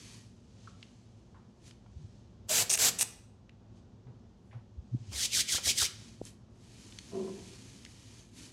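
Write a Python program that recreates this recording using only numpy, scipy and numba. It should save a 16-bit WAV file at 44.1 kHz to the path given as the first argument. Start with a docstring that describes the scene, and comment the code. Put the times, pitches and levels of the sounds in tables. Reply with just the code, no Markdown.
"""A plastic spray bottle spits and hisses twice onto a masseuse's palm, its trigger creaking back in runs
of stick-slip clicks. She sets it down and rubs her wet palms together in five quick strokes: a grainy
rasp through the hollow of her hands, with a puff of air each time they cup. Then she softly rubs a neck
at the edge of a cloth cape, a fine hiss over murmuring folds. Small bumps, ticks and one dull groan
sit around the action, over the low rumble of a quiet, slightly live room."""
import sys
import numpy as np
from scipy import signal
from scipy.fft import rfft, irfft, next_fast_len
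from scipy.io import wavfile
from scipy.ndimage import uniform_filter1d
from numba import njit

SR = 44100
rng = np.random.default_rng(int(sys.argv[2]) if len(sys.argv) > 2 else 0)


def transcribe(signal):
    """Save signal, clipped to [-1, 1], as a 16-bit WAV file at the path in sys.argv[1]."""
    frames = np.atleast_2d(signal).T
    limited = np.clip(frames, -1, 1)
    pcm = np.round(limited * 32767).astype(np.int16)
    wavfile.write(sys.argv[1], SR, pcm)


N = 375732
TIME = np.arange(N) / SR

# Room tone spectrum: f/Hz, level/dB
ROOM_TONE_EQ = [(15, -59.5), (25, -22), (55, -3.5), (110, -6), (161, -11), (205, -7), (307, -23),
                (352, -18.5), (637, -24), (749, -25), (955, -28), (2150, -41.5), (2970, -39), (6490, -42.5),
                (15800, -78.5)]
# Standing waves of the room: f/Hz, width/Hz, level/dB
ROOM_MODES = [(108.6, 11, 1.5), (199.3, 18, -9), (230, 14, -7), (350, 37, -16)]
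# Colour of the reverb: f/Hz, level/dB
REVERB_EQ = [(100, 14.5), (500, 3), (1500, 0), (3000, -2), (6500, -4.5), (9000, -4), (16000, -9)]
# Reflections off arms, head and chair: delay/s, level/dB
EARLY_ECHOES = [(.0013, -26.5), (.0031, -25.5), (.0058, -16.5)]
# Three pushes of a dull groan, perhaps furniture shifting: t/s, length/s, level/dB, fall/s
GROAN_PUSHES = [(7.14, 0.087, -34, 0.013), (7.25, .04, -36, 0.02), (7.364, 0.023, -43, 0.051)]
# Resonances of the groan: f/Hz, width/Hz, level/dB
GROAN_BODY = [(200.7, 20, 0), (230, 29, -10.5), (377, 17, -4.5), (375, 27.5, 0), (513, 34, -11.5),
              (684, 28, -10), (980, 92, -19.5), (1170, 140, -47)]
# Soft bumps of bottle, hands and feet: t/s, level/dB, f/Hz, swell/s
SOFT_BUMPS = [(1.97, -38, 76, .012), (2.01, -45.5, 150, 0.023), (2.049, -37.5, 103, 0.0087),
              (2.617, -43.5, 106, .025), (2.829, -46.5, 95, 0.041), (4.087, -46.5, 125.3, 0.029),
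              (4.565, -36.5, 117.4, .016), (4.788, -35, 73, 0.012), (4.946, -25, 121.6, 0.016),
              (4.9482, -27, 224, 0.0028), (5.018, -39.5, 114.5, .017), (5.095, -36, 101, 0.015),
              (5.16, -41, 67.5, 0.032), (6.216, -23.5, 352, .00083)]
# Ticks, knocks and scuffs of handling, plus two further air puffs as the palms cup: t/s, level/dB, f/Hz,
# width/Hz, decay/s
HANDLING_TICKS = [(.673, -41.5, 1250, 170, .006), (.827, -38, 2740, 900, 0.0024),
                  (1.343, -52, 960, 330, 0.044), (1.7095, -45, 2920, 1510, 0.0014),
                  (1.861, -52.5, 690, 500, 0.0048), (3.493, -47, 2400, 1000, 0.0022),
                  (4.069, -54, 450, 601, 0.0045), (4.078, -48, 236, 209, 0.054),
                  (4.51, -56.5, 1945, 500, .035), (4.527, -50.5, 700, 600, 0.039),
                  (5.118, -45, 504, 743, 0.083), (5.579, -34, 805, 900, 0.0079),
                  (5.818, -32, 1470, 290, 0.0062), (6.252, -37.5, 7860, 2020, .001),
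                  (6.923, -42.5, 2540, 1410, 0.0018), (6.987, -31, 3600, 2370, .0018),
                  (7.85, -34.5, 3020, 2800, 0.0013), (7.862, -42.5, 2070, 800, .002)]
# Level curve of one long rub along the neck: t/s, level/dB
NECK_RUB = [(6.5, -85), (6.644, -68), (6.824, -60), (6.93, -60.5), (7.562, -58), (7.822, -62.5),
            (8.068, -63), (8.198, -61), (8.3, -76.5)]
# Short brushes of skin and cloth: t/s, length/s, level/dB, rise/s, fall/s, treble/dB
BRUSHES = [(0, 0.15, -51.5, .02, 0.077, -0.5), (0.662, .03, -60, 0.16, 0.086, -11.5),
           (0.803, .03, -65.5, 0.024, 0.51, -8), (1.668, .012, -55, 0.027, 0.031, -1),
           (1.978, 0.2, -69, .1, .12, -13), (3.773, .01, -68, .03, 0.036, -11),
           (4.48, .04, -81, 0.091, .1, 7), (5.089, 0.034, -58, 0.11, .02, -15),
           (5.99, .09, -54.5, 0.0072, 0.093, -2.5), (6.262, 0.011, -49.5, 0.016, 0.025, 7.5),
           (8.384, 0.074, -50.5, 0.038, .06, 2.5)]
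# Spectrum of the soft rubbing hiss: f/Hz, level/dB
RUB_HISS_EQ = [(530, -43), (900, -6.5), (1490, -8.5), (1830, -3.5), (2320, -5), (3660, -1.5), (6660, -1),
               (11000, -11), (12100, -22), (14700, -34), (15800, -54)]
# Palm strokes: t/s, length/s, level/dB, swell/dB, cupping t/s, hollow f/Hz, puff level/dB
PALM_STROKES = [(5.137, .119, -29.5, 13, 5.2, 1560, -62), (5.335, 0.078, -23, 3, 5.385, 1360, -46),
                (5.494, 0.077, -25, 3, 5.548, 1270, -36.5), (5.656, 0.054, -22, 1.5, 5.673, 1520, -35),
                (5.781, 0.076, -22.5, -1.5, 5.826, 1200, -36)]
# Spectrum of wet palms rasping: f/Hz, level/dB
PALM_EQ = [(120, -45), (200, -10), (386, -16.5), (447, -28), (610, -36), (1100, -24), (1470, -22.5),
           (2630, -12.5), (3100, -2), (6110, 4), (8960, -0.5), (14200, -15), (15800, -22.5)]
# Creaks of the returning trigger: t/s, length/s, level/dB, ring f/Hz
TRIGGER_CREAKS = [(2.696, 0.021, -17.5, 6150), (2.722, 0.034, -18, 5970), (2.7743, .004, -20, 2700),
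                  (2.987, 0.021, -23, 8700), (3.010, .019, -15.5, 8260)]
# Modes of the plastic spray head: f/Hz, width/Hz, level/dB
HEAD_MODES = [(680, 490, -9.5), (1753, 200, -7.5), (2768, 200, -1), (4220, 1700, -7), (6580, 1680, 1.5),
              (8130, 980, -1.5), (10800, 1500, -16.5)]
# The nozzle sputters until the pressure is up: t/s, spurt rate/Hz, level/dB
NOZZLE_SPUTTER = [(2.485, 552, -50), (2.493, 610, -53), (2.513, 613, -25), (2.526, 654, -37.5)]
# Squeezes of the trigger: t/s, length/s, level/dB
TRIGGER_SQUEEZES = [(2.494, 0.13, -28), (2.789, 0.1, -26)]
# Spectrum of the mist: f/Hz, level/dB
MIST_EQ = [(88, -33.5), (150, -12), (368, -15.5), (430, -3.5), (564, -15.5), (673, -7.5), (1230, -12),
           (1710, -8), (2040, -9.5), (2580, -5.5), (4450, -4.5), (7530, 0.5), (8980, -7), (12300, -8.5),
           (15800, -20)]


def undb(db):
    """Decibels to gain."""
    return 10 ** (np.asarray(db) / 20)


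def unit(x):
    """Scale to rms 1."""
    return x / np.sqrt(np.mean(x ** 2))


def noise():
    """White noise for the whole scene."""
    return rng.standard_normal(N)


def wander(rate_hz):
    """Random modulator that glides to a new value rate_hz times a second."""
    return np.interp(TIME * rate_hz, np.arange(N), noise())


def fader(points):
    """Smoothed gain along a (t/s, level/dB) curve, silent outside it."""
    db = np.interp(TIME, *np.transpose(points), left=-200, right=-200)
    return uniform_filter1d(undb(db), size=160)


def envelope(start, length, rise_s, fall_s, swell_db=0, arch_db=0):
    """Gain that rises until start, holds (growing by swell_db, bulging by arch_db) and dies away."""
    along = np.clip((TIME - start) / length, 0, 1)
    edges = np.minimum(TIME - start, 0) / rise_s - np.maximum(TIME - start - length, 0) / fall_s
    return np.exp(np.maximum(edges, -20)) * undb(swell_db * (along - .5) + arch_db * np.sin(np.pi * along))


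def colour(x, points):
    """Minimum-phase EQ through (f/Hz, level/dB) points."""
    size = next_fast_len(N + SR // 2, real=True) // 2 * 2
    hz, db = np.transpose(points)
    bins_hz = np.arange(size // 2 + 1) * SR / size
    gain = undb(np.interp(np.log(bins_hz + 1), np.log(hz), db))
    cepstrum = irfft(np.log(gain))
    cepstrum[1:size // 2] *= 2
    cepstrum[size // 2 + 1:] = 0
    return irfft(rfft(x, size) * np.exp(rfft(cepstrum)))[:N]


def band(x, hz, width_hz):
    """One resonance, gain 1 at its centre."""
    return signal.lfilter(*signal.iirpeak(hz, hz / width_hz, fs=SR), x)


def ring(x, modes):
    """Ring a body's (f/Hz, width/Hz, level/dB) modes, with dark valleys between them."""
    return sum(undb(db) * band(band(x, hz, 2 * width), hz, 2 * width) for hz, width, db in modes)


@njit
def sweep(x, hz, damping):
    """Swept resonant filter: returns its band-pass and high-pass outputs."""
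    out = np.zeros((2, len(x)))
    mid_state, low_state = 0., 0.
    for i in range(len(x)):
        tuning = np.tan(np.pi * hz[i] / SR)
        mid = (mid_state + tuning * (x[i] - low_state)) / (1 + tuning * (tuning + damping))
        low = low_state + tuning * mid
        mid_state, low_state = 2 * mid - mid_state, 2 * low - low_state
        out[0, i], out[1, i] = damping * mid, x[i] - damping * mid - low
    return out


def grains(rate_hz, spread_db):
    """Dense tiny impacts of uneven size, rms 1."""
    hits = rng.random(N) < rate_hz / SR
    return unit(hits * noise() * undb(spread_db * np.clip(noise(), -2, 2)))


def add(out, start, sound):
    """Mix a short sound in at `start` seconds."""
    first = int(start * SR)
    out[first:first + len(sound)] += sound[:N - first]


def burst(hz, width_hz, decay_s, rise_s=0.00091):
    """A dying noise burst in one broad resonance, soft at the top; peak 1."""
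    t = TIME[:SR // 3]
    contact = np.exp(-t / decay_s) * (1 - np.exp(-t / rise_s))
    sound = ring(rng.standard_normal(len(t)) * contact, [(hz, width_hz, 0)])
    sound = signal.sosfilt(signal.butter(4, 9500, fs=SR, output="sos"), sound)
    return sound / np.abs(sound).max()


def add_thud(out, centre_s, db, hz, swell_s):
    """Mix in a few slow cycles of air that swell and fade around centre_s."""
    t = np.arange(-4 * swell_s, 4 * swell_s, 1 / SR)
    thud = -np.sin(2 * np.pi * hz * t) / np.cosh(t / swell_s) ** 2
    add(out, centre_s + t[0], undb(db) * thud)


def room_tone():
    """The bed: a quiet rumble that gathers in standing waves, under a thin hiss."""
    bed = undb(-58.5) * unit(colour(noise(), ROOM_TONE_EQ))
    standing_waves = undb(-57.5) * unit(ring(noise(), ROOM_MODES))
    return (bed + standing_waves) * undb(.7 * wander(4))


def reverb(x, wet_db, t60_s, treble_t60_s):
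    """Add diffuse reflections from hard walls; the top dies first."""
    wash = noise()
    low = signal.sosfiltfilt(signal.butter(2, 7000, fs=SR, output="sos"), wash)
    tail = low * undb(-60 * TIME / t60_s) + (wash - low) * undb(-60 * TIME / treble_t60_s)
    tail *= np.clip(TIME / 0.01, 0, 1)
    response = colour(tail / np.sqrt(np.sum(tail ** 2)), REVERB_EQ)[:SR]
    return x + undb(wet_db) * signal.fftconvolve(x, response)[:N]


def early_reflections(x):
    """Close surfaces comb the sound with short echoes."""
    echoes = sum(undb(db) * np.pad(x, (int(delay * SR), 0))[:N] for delay, db in EARLY_ECHOES)
    return undb(-1.63) * (x + echoes)


def groan():
    """Uneven stick-slip pulses ring a few low resonances."""
    body = unit(ring(grains(rate_hz=990, spread_db=0), GROAN_BODY))
    # steady pressure keeps the vibration at an even strength
    body /= np.sqrt(uniform_filter1d(body ** 2, size=3000) + 1e-9)
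    load = sum(undb(db) * envelope(start, length, rise_s=0.012, fall_s=fall, arch_db=2.5)
               for start, length, db, fall in GROAN_PUSHES)
    return undb(-5) * body * load


def bumps():
    """Soft contacts of bottle, hands and feet push the air in low thuds."""
    out = np.zeros(N)
    for centre_s, db, hz, swell_s in SOFT_BUMPS:
        add_thud(out, centre_s, db, hz, swell_s)
    return out


def ticks():
    """Each light touch, or puff of the cupping palms, briefly rings one broad resonance."""
    out = np.zeros(N)
    for start, db, hz, width, decay in HANDLING_TICKS:
        add(out, start, undb(db) * burst(hz, width, decay))
    return out


def rubbing():
    """A hand glides over neck and cape: fine hiss, faint narrow squeaks and a murmur of moving cloth."""
    contact = treble = undb(6) * fader(NECK_RUB)
    for start, length, db, rise_s, fall_s, treble_db in BRUSHES:
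        brush = undb(db) * envelope(start, length, rise_s, fall_s)
        contact = contact + brush
        treble = treble + undb(treble_db) * brush
    hiss = unit(colour(grains(rate_hz=13000, spread_db=1), RUB_HISS_EQ)) * undb(0.25 * wander(35))
    top = signal.sosfiltfilt(signal.butter(3, 8500, "high", fs=SR, output="sos"), hiss)
    glide = (hiss - top) * contact + top * treble
    squeaks = sum(unit(ring(noise(), [(hz, 200, 0)])) * undb(2.5 * wander(9))
                  for hz in (2450, 3000, 4400, 6300))
    folds = unit(ring(noise(), [(246, 104, 18.5), (381, 77, -8.5), (790, 610, -5)]))
    folds *= undb(2 * wander(45))
    return undb(-3.5) * glide + (undb(-18.5) * squeaks + undb(-7.5) * folds) * contact


def puffs():
    """Each time the palms cup they squeeze out a puff of air with a low thud."""
    out = np.zeros(N)
    decay_s = 0.0081
    for *_, cup_s, _, db in PALM_STROKES:
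        add(out, cup_s - decay_s / 2, undb(db) * burst(hz=510, width_hz=290, decay_s=decay_s))
        add_thud(out, cup_s, db - 0.5, hz=77, swell_s=0.0084)
    return out


def palms(open_hz=2420):
    """Wet skin rasps on skin; the hollow between the hands wobbles, resonates and shuts out the lows."""
    effort = np.zeros(N)
    hz = open_hz * np.exp(.075 * wander(70))
    for start, length, db, swell_db, cup_s, hollow_hz, _ in PALM_STROKES:
        # the hands move fastest in mid-stroke
        stroke = envelope(start, length, rise_s=.013, fall_s=.011, swell_db=swell_db, arch_db=2.5)
        effort += undb(db) * stroke
        # the pitch sinks slowly as the palms cup and comes back fast as they open
        cup = np.interp(TIME - cup_s, [-0.92 * length, 0, 0.63 * length], [0, 1, 0])
        hz *= (hollow_hz / open_hz) ** (cup ** 2)
    rasp = colour(grains(rate_hz=25000, spread_db=1.5) * undb(1.3 * wander(180)), PALM_EQ)
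    hollow, bright = sweep(rasp, hz, damping=.13)
    overtone, _ = sweep(rasp, hz * 2.1, damping=.08)
    grip = undb(2.5 * wander(35))  # the grip opens and seals, so the resonance comes and goes
    cupped = (undb(19.5) * hollow + undb(-9) * overtone) * grip
    skin = unit(undb(-3) * rasp + undb(-11.5) * bright + cupped)
    heel_drag = unit(band(noise(), hz=225, width_hz=330)) * undb(3.6 * wander(28))
    return (undb(-4) * skin + undb(-31) * heel_drag) * effort


def slip(hz, snap_s=.0003, scrape_s=0.0093):
    """One slip of the trigger snaps the plastic head and scrapes on briefly."""
    t = TIME[:1024]
    friction = rng.standard_normal(len(t))
    snap = friction * np.exp(-t / snap_s)
    click = ring(snap, HEAD_MODES) + ring(snap, [(hz, 1300, 0)])
    scrape = ring(friction * np.exp(-t / scrape_s), HEAD_MODES)
    return click / np.abs(click).max() + undb(-14) * scrape


def trigger(slip_hz=369, jitter=.16, scatter_db=1.9):
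    """The trigger sticks and slips on its way back, in short runs at a nearly even rate."""
    out = np.zeros(N)
    for start, length, db, hz in TRIGGER_CREAKS:
        elapsed = 0
        for gap, size in np.clip(rng.standard_normal(size=(16, 2)), -2, 2):
            click = slip(hz)
            if elapsed < length:
                arch_db = 3.5 * np.sin(np.pi * elapsed / length)  # strongest in mid-creak
                add(out, start + elapsed, undb(db + arch_db + scatter_db * size) * click)
            elapsed += np.exp(jitter * gap) / slip_hz
    return out


def spray():
    """The nozzle spits in quick pulses, then breaks the jet into a fluttering hiss of droplets."""
    droplets = noise() * undb(wander(600))
    # the pressure builds through a squeeze and is highest past its middle
    flow = sum(undb(db) * envelope(start, length, rise_s=0.0035, fall_s=0.01, swell_db=6, arch_db=4)
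               for start, length, db in TRIGGER_SQUEEZES)
    mist = undb(-0.73) * unit(colour(droplets, MIST_EQ)) * flow
    times, spurt_hz, db = np.transpose(NOZZLE_SPUTTER)
    phase = np.cumsum(np.interp(TIME, times, spurt_hz)) / SR % 1
    spurts = unit(colour(noise() * np.exp(-phase / 0.24), MIST_EQ))
    flow_tone = np.sin(2 * np.pi * phase)  # the pulsing flow sounds its own pitch
    sputter = (undb(-6) * spurts + undb(-3) * flow_tone) * fader(np.c_[times, db])
    return mist + sputter


def scene():
    """The mix: close handling in a light reverb, with bumps and puffs left dry, over the room tone."""
    close = early_reflections(spray() + palms() + rubbing())
    handling = close + undb(-0.5) * trigger() + ticks() + groan()
    in_room = reverb(handling, wet_db=-11, t60_s=0.54, treble_t60_s=0.36)
    return (in_room + bumps() + puffs() + room_tone())[None]


def record(dry):
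    """Master EQ: roll off the deepest bass and cut the very top steeply."""
    low_cut = signal.butter(4, 36, "high", fs=SR, output="sos")
    high_cut = signal.ellip(10, .2, 70, 15850, fs=SR, output="sos")
    return signal.sosfilt(high_cut, signal.sosfilt(low_cut, dry))


dry = scene()
out = record(dry)
transcribe(out)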